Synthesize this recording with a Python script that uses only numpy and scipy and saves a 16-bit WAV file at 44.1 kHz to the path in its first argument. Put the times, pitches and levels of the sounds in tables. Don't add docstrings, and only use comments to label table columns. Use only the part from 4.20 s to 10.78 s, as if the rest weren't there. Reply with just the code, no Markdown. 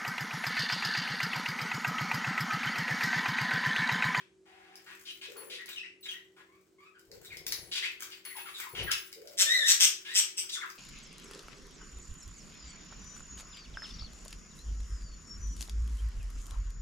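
import sys
import numpy as np
from scipy import signal
from scipy.fft import rfft, irfft, next_fast_len
from scipy.io import wavfile
from scipy.ndimage import map_coordinates

SR = 44100
rng = np.random.default_rng(int(sys.argv[2]) if len(sys.argv) > 2 else 0)


def master_out(mix):
    frames = np.transpose(np.atleast_2d(mix))
    ceiling = np.clip(frames, -1, 1)
    pcm = np.round(ceiling * 32767).astype(np.int16)
    wavfile.write(sys.argv[1], SR, pcm)


N = 290178


# frequency_hz, level_db
THROAT_SPECTRUM = [(300, -37), (800, -29), (1400, -14.5), (2000, -10.5), (3200, -4), (4500, -6),
                   (5900, 1.5), (7100, -2.5), (8300, 0), (9500, -19.5), (12700, -9), (15500, -22)]
# start_s, full_force_s, end_s, level_db, whistle_hz, ripple_db
SQUAWK_EVENTS = [(5.168, 5.21, 5.23, -20, 1850, 1.5), (5.45, 5.498, 5.523, -18.5, 1910, 1.5),
                 (5.592, 5.609, 5.656, -18.5, 2950, 2), (5.933, 5.963, 6.0006, -22, 2720, 3),
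                 (6.164, 6.181, 6.2, -29.5, 2705, 6.5)]
def squawks(gain_db=1, swell_db=25, tick_decay_s=0.0012, extra_decay_s=0.00086):
    out = np.zeros(N)
    for start, full, end, db, whistle_hz, ripple_db in SQUAWK_EVENTS:
        t = clock(end - start + 0.07)
        force = np.minimum(t / (full - start), 1)
        swell = amp(-swell_db * (1 - force) ** 1.93)
        train = puffs(t, rate_hz=190, jitter=0.12, decay_s=tick_decay_s + extra_decay_s * force ** 2)
        humps_db = lambda hz: ripple_db * np.cos(2 * np.pi * hz / whistle_hz)
        cry = coloured(train, lambda hz: along(THROAT_SPECTRUM, hz) + humps_db(hz))
        add(out, start, amp(db + gain_db) * swell * gate(t, end - start, 0.006, 0.0014) * cry)
    return out


# harmonic_number, level_db
NASAL_HARMONICS = [(1, -1.5), (2, -1.5), (3, -16), (4, -18), (5, -33), (6, -21.5)]
# time_s, pitch_hz, level_db
CALL_CONTOUR = [(5.255, 1797, -31), (5.288, 1795, -34), (5.3, 1875, -25), (5.357, 2019, -26),
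                (5.395, 1846, -29.5), (5.437, 1730, -29), (5.474, 1967, -25)]
def nasal_call(gain_db=1.7, quaver=0.025, flicker_db=3.0, rasp_db=-18):
    times, hz, db = np.transpose(CALL_CONTOUR)
    start, length = times[0], times[-1] - times[0]
    out, t = np.zeros(N), clock(length + .03)
    pitch = np.interp(t + start, times, hz) * np.exp(quaver * wobble(1500, len(t)))
    level = amp(np.interp(t + start, times, db) + gain_db + flicker_db * wobble(171.5, len(t)))
    reed = voice(pitch, NASAL_HARMONICS) + amp(rasp_db) * noise(THROAT_SPECTRUM, size=len(t))
    add(out, start, level * gate(t, length, 0.0079, 0.0039) * reed)
    return out


# start_s, first_db, second_hz, second_db
PHRASE_EVENTS = [(1.503, -47.5, 3085, -41), (1.828, -44.5, 3343, -40), (3.045, -54.5, 2510, -46),
                 (4.338, -44, 2483, -44)]
# start_s, first_hz, last_hz, level_db
LONE_CHIRPS = [(.875, 3140, 2930, -46), (1.384, 1790, 2140, -46), (1.627, 1760, 2810, -48),
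               (1.932, 1802, 1998, -50), (2.742, 1720, 1380, -62), (3.624, 1890, 2595, -34),
               (4.088, 1847, 2170, -47.5), (4.153, 1052, 802, -49.5), (4.256, 1414, 1166, -49),
               (4.435, 1504, 1002, -48), (4.572, 3007, 2884, -41), (4.664, 2070, 1315, -36.5),
               (6.324, 3900, 3370, -38), (6.35, 2298, 1107, -46), (6.41, 2416, 1092, -39)]
def warble(opening_hz=4065, step_s=.056, drop_hz=554):
    out, notes = np.zeros(N), list(LONE_CHIRPS)
    for start, first_db, second_hz, second_db in PHRASE_EVENTS:
        notes.append((start, opening_hz, opening_hz - drop_hz, first_db))
        notes.append((start + step_s, second_hz, second_hz - drop_hz, second_db))
    for start, first_hz, last_hz, db in notes:
        add(out, start, amp(db) * chirp(first_hz, last_hz))
    return out


# harmonic_number, level_db
WHISTLE_HARMONICS = [(1, 3.5), (2, -10.5), (3, -18.5)]
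def chirp(first_hz, last_hz, length_s=.037, quaver=.03, flicker_db=3.5, hoarse_db=-8):
    t = clock(length_s + .026)
    slide = first_hz * (last_hz / first_hz) ** np.minimum(t / length_s, 1)
    pitch = slide * np.exp(quaver * wobble(452, len(t)))
    tone = unit(voice(pitch, WHISTLE_HARMONICS) * amp(flicker_db * wobble(203, len(t))))
    rasp = rattle(t, np.sqrt(first_hz * last_hz), width_octaves=0.43)
    return gate(t, length_s, 0.0014, 0.0016) * unit(tone + amp(hoarse_db) * rasp)


# start_s, length_s, centre_hz, level_db
CHUCKLE_EVENTS = [(0, .015, 2080, -54.5), (0.255, 0.35, 1850, -63.5), (0.663, 0.074, 1850, -52),
                  (0.852, 0.059, 3300, -48.5), (1.013, 0.049, 2900, -45.5), (1.157, 0.071, 1280, -54.5),
                  (1.298, 0.066, 3170, -45), (1.48, 0.025, 2500, -46.5), (1.856, 0.017, 2350, -46),
                  (2.164, 0.051, 1510, -58.5), (3.514, 0.033, 3560, -37), (3.552, 0.035, 3200, -34),
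                  (3.621, 0.045, 2770, -37.5), (3.913, 0.022, 3140, -46.5), (4.05, .025, 2130, -47),
                  (4.159, .046, 2180, -46.5), (4.257, 0.041, 2190, -48), (4.548, 0.084, 2420, -42.5),
                  (4.709, 0.013, 2840, -28.5), (5.848, 0.073, 2830, -46.5), (6.291, 0.012, 4040, -38),
                  (6.319, 0.037, 6020, -40)]
def chuckles(gain_db=1):
    out = np.zeros(N)
    for start, length, hz, db in CHUCKLE_EVENTS:
        t = clock(length + 0.013)
        width_octaves = 0.51 * (3240 / hz) ** 0.57
        rasp = rattle(t, hz, width_octaves)
        add(out, start, amp(db + gain_db) * gate(t, length, 0.00096, 0.0019) * rasp)
    return out


# start_s, first_hz, level_db
MEW_EVENTS = [(2.276, 1000, -68), (2.58, 1059, -59.5), (5.846, 1628, -45.5)]
def mews(length_s=0.094, octaves_per_s=3, quaver=0.0284, flicker_db=4.0, hoarse_db=-11):
    out, t = np.zeros(N), clock(length_s + .03)
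    for start, hz, db in MEW_EVENTS:
        pitch = hz * 2 ** (octaves_per_s * t) * np.exp(quaver * wobble(449.4, len(t)))
        reed = voice(pitch, NASAL_HARMONICS) + amp(hoarse_db) * rattle(t, 2 * hz, width_octaves=0.69)
        level = amp(db + flicker_db * wobble(203, len(t)))
        add(out, start, level * gate(t, length_s, 0.018, 0.0015) * reed)
    return out


# frequency_hz, level_db
SNAP_SPECTRUM = [(350, -58), (600, -42), (2120, -5.5), (3530, -5.5), (5260, 3), (9620, -14.5), (10300, -5),
                 (14100, -10), (16000, -10.5)]
# start_s, level_db
PECK_EVENTS = [(0.5559, -40), (1.4592, -39), (2.794, -46.5), (2.9156, -41), (3.1704, -35), (3.2664, -23.5),
               (3.2814, -31), (3.3224, -19.5), (3.8321, -33.5), (4.7162, -17.5), (4.9281, -33.5),
               (5.0739, -39.5), (6.5015, -37.5)]
def pecks(gain_db=-1, decay_s=0.0016):
    blows, t = np.zeros(N), clock(.03)
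    for start, db in PECK_EVENTS:
        add(blows, start, amp(db + gain_db) * np.exp(-t / decay_s))
    return blows * noise(SNAP_SPECTRUM)


# frequency_hz, level_db
HISS_SPECTRUM = [(400, -36), (1500, 2.5), (4000, -3.5), (8000, 0), (9500, -9.5), (15000, 0.5)]
# start_s, length_s, level_db
HISS_EVENTS = [(0.545, 0.87, -68.5), (1.464, 0.07, -56), (1.831, 0.1, -66), (1.95, 1.1, -81.5),
               (2.912, 4.8, -66), (3.795, 0.042, -52), (4.371, 0.036, -44)]
def crackly_hiss(gain_db=4, crackles_per_s=130, spread_db=7, decay_s=0.0026):
    level = np.zeros(N)
    for start, length, db in HISS_EVENTS:
        add(level, start, amp(db) * gate(clock(length + .1), length, 0.011, .012))
    crackles = rng.random(N) < crackles_per_s / SR
    strength = amp(spread_db * np.clip(rng.standard_normal(N), -2, 2))
    grains = unit(signal.lfilter([1], [1, -np.exp(-1 / (decay_s * SR))], crackles * strength))
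    return amp(gain_db) * level * grains * noise(HISS_SPECTRUM)


# frequency_hz, level_db, t60_s
BELL_MODES = [(4382, -12, .6), (10508, -6, .45), (10584, 2, .62), (15396, -2, .45)]
# start_s, level_db, top_mode_extra_db
BELL_JOGS = [(.81, -66.5, -4), (.903, -63.5, 6), (1.168, -47.5, 0), (1.808, -64, 6), (3.268, -53, 13),
             (3.305, -43.5, 0), (4.051, -40.5, -2), (4.167, -47.5, 4), (4.49, -51.5, 1), (4.63, -45.5, 2),
             (4.77, -56, 11)]
def bell(gain_db=-1, tick_db=-5, sway_db=3.5):
    out, t = np.zeros(N), clock(.7)
    onset = 1 - np.exp(-t / 0.0022)
    for start, db, top_db in BELL_JOGS:
        modes = []
        for hz, mode_db, t60 in BELL_MODES:
            envelope = amp(mode_db + sway_db * wobble(55, len(t)) - 60 * t / t60)
            modes.append(envelope * np.sin(2 * np.pi * hz * t))
        ring = sum(modes[:-1]) + amp(top_db) * modes[-1]
        tick = amp(tick_db) * np.exp(-t / 0.005) * noise(SNAP_SPECTRUM, size=len(t))
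        add(out, start, amp(db + gain_db) * (ring * onset + tick))
    return out


# frequency_hz, level_db
WING_SPECTRUM = [(18, -39), (30, -6), (81, 4.5), (263, -10.5), (372, 2.5), (542, -6.5), (802, -12),
                 (1100, -17), (1430, -65), (2420, -120)]
# start_s, length_s, level_db
FLUTTER_EVENTS = [(2.874, 0.15, -65), (3.075, 0.44, -61), (3.747, 0.042, -75), (4.529, 0.088, -49.5),
                  (4.589, 0.071, -47)]
def flutter(beat_hz=23, depth_db=4):
    push = np.zeros(N)
    for start, length, db in FLUTTER_EVENTS:
        t = clock(length + .08)
        beats = amp(db + depth_db * np.sin(2 * np.pi * beat_hz * t))
        add(push, start, beats * gate(t, length, 0.0096, 0.025))
    return push * noise(WING_SPECTRUM)


# start_s, length_s, centre_hz, level_db
LOW_TONE_EVENTS = [(.255, .3, 758, -65.5), (1.068, 0.25, 429, -55.5), (2.897, 0.068, 446, -57.5),
                   (4.961, 0.073, 452, -54), (5.036, 0.39, 600, -58)]
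def low_tones():
    out = np.zeros(N)
    for start, length, hz, db in LOW_TONE_EVENTS:
        t = clock(length + .015)
        tone = rattle(t, hz, width_octaves=80 / hz)
        add(out, start, amp(db) * gate(t, length, 0.0021, 0.0056) * tone)
    return out


# frequency_hz, level_db
HUM_TONES = [(188, -79), (333, -75), (380, -67.5)]
def appliance_hum(waver_db=2.0, drift_rad=0.11):
    out, t = np.zeros(N), np.arange(N) / SR
    for hz, db in HUM_TONES:
        peak = np.sqrt(2) * amp(db + waver_db * wobble(13, N))
        out += peak * np.sin(2 * np.pi * hz * t + drift_rad * wobble(2.6, N))
    return out


# frequency_hz, level_db
AIR_SPECTRUM = [(20, -72), (60, -10), (180, -14), (240, -16.5), (350, -2.5), (480, -14), (800, -25),
                (3400, -30.5), (8000, -29), (16000, -57)]
def room_tone(level_db=-71, side_db=-7):
    mid, side = noise(AIR_SPECTRUM), noise(AIR_SPECTRUM)
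    return amp(level_db) * (mid + amp(side_db) * side * [[1], [-1]])


# frequency_hz, t60_s
ROOM_DECAY = [(200, 0.48), (2000, 0.37), (6000, 0.3), (15000, 0.22)]
def room(x, wet_db, direct_db, pan_db=1.5, left_lead_s=.00011, build_s=0.00033):
    hz, t, spectra = signal.stft(rng.standard_normal((2, SR // 2)), SR, nperseg=256)
    decay = amp(-60 * t / along(ROOM_DECAY, hz)[:, None])
    tail = signal.istft(spectra * decay, SR, nperseg=256)[1]
    tail *= 1 - np.exp(-np.arange(tail.shape[1]) / (build_s * SR))
    echo = signal.fftconvolve(x[None], tail / np.linalg.norm(tail[0]), axes=1)[:, :N]
    direct = np.array([x, np.roll(x, round(left_lead_s * SR))])
    return (amp(direct_db) * direct + amp(wet_db) * echo) * amp([[pan_db], [-pan_db]])


def puffs(t, rate_hz, jitter, decay_s):
    cycles = np.cumsum(rate_hz * np.exp(jitter * wobble(rate_hz, len(t)))) / SR
    return np.exp(-(cycles % 1) / (rate_hz * decay_s)) * rng.standard_normal(len(t))


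def rattle(t, centre_hz, width_octaves):
    train = puffs(t, rate_hz=180, jitter=.25, decay_s=0.0049)
    detuning = lambda hz: np.log2((hz + 1) / centre_hz) / width_octaves
    return coloured(train, lambda hz: -28 * np.log10(1 + detuning(hz) ** 2 / 2))


def voice(pitch, harmonics):
    phase = 2 * np.pi * np.cumsum(pitch) / SR
    return unit(sum(amp(db) * np.sin(k * phase) * (k * pitch < SR / 2) for k, db in harmonics))


def noise(spectrum, size=N):
    return coloured(rng.standard_normal(size), lambda hz: along(spectrum, hz))


def coloured(x, db_of_hz):
    size = next_fast_len(len(x))
    response = amp(db_of_hz(np.fft.rfftfreq(size, 1 / SR)))
    return unit(irfft(rfft(x, size) * response, size)[:len(x)])


def gate(t, length_s, rise_s, fall_s):
    return (1 - np.exp(-t / rise_s)) * np.exp(-np.maximum(t - length_s, 0) / fall_s)


def wobble(rate, size):
    knots = np.clip(rng.standard_normal(int(size * rate / SR) + 4), -2, 2)
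    return map_coordinates(knots, [np.arange(size) * rate / SR])


def along(points, hz):
    frequencies, values = np.transpose(points)
    return np.interp(np.log(hz + 1), np.log(frequencies + 1), values)


def add(track, start_s, sound):
    part = track[max(round(start_s * SR), 0):][:len(sound)]
    part += sound[:len(part)]


def clock(seconds):
    return np.arange(max(int(seconds * SR), 16)) / SR


def amp(db):
    return 10 ** (np.asarray(db) / 20)


def unit(x):
    return x / np.sqrt(np.mean(x ** 2) + 1e-20)


def scene():
    chatter = room(warble() + mews() + chuckles() + low_tones(), wet_db=-0.5, direct_db=-3.5)
    scolding = room(squawks() + nasal_call(), wet_db=-3.0, direct_db=-3.5)
    crackle = room(pecks() + crackly_hiss(), wet_db=2.5, direct_db=-0.5)
    jingle = room(bell(), wet_db=-7, direct_db=0, pan_db=3, left_lead_s=0)
    draught = room(flutter(), wet_db=-8, direct_db=0, pan_db=2)
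    return chatter + scolding + crackle + jingle + draught + appliance_hum() + room_tone()


def record(dry, top_hz=16100):
    size = next_fast_len(N + SR // 4)
    passband = np.fft.rfftfreq(size, 1 / SR) < top_hz
    return irfft(rfft(dry, size) * passband, size)[:, :N]


dry = scene()
out = record(dry)
master_out(out)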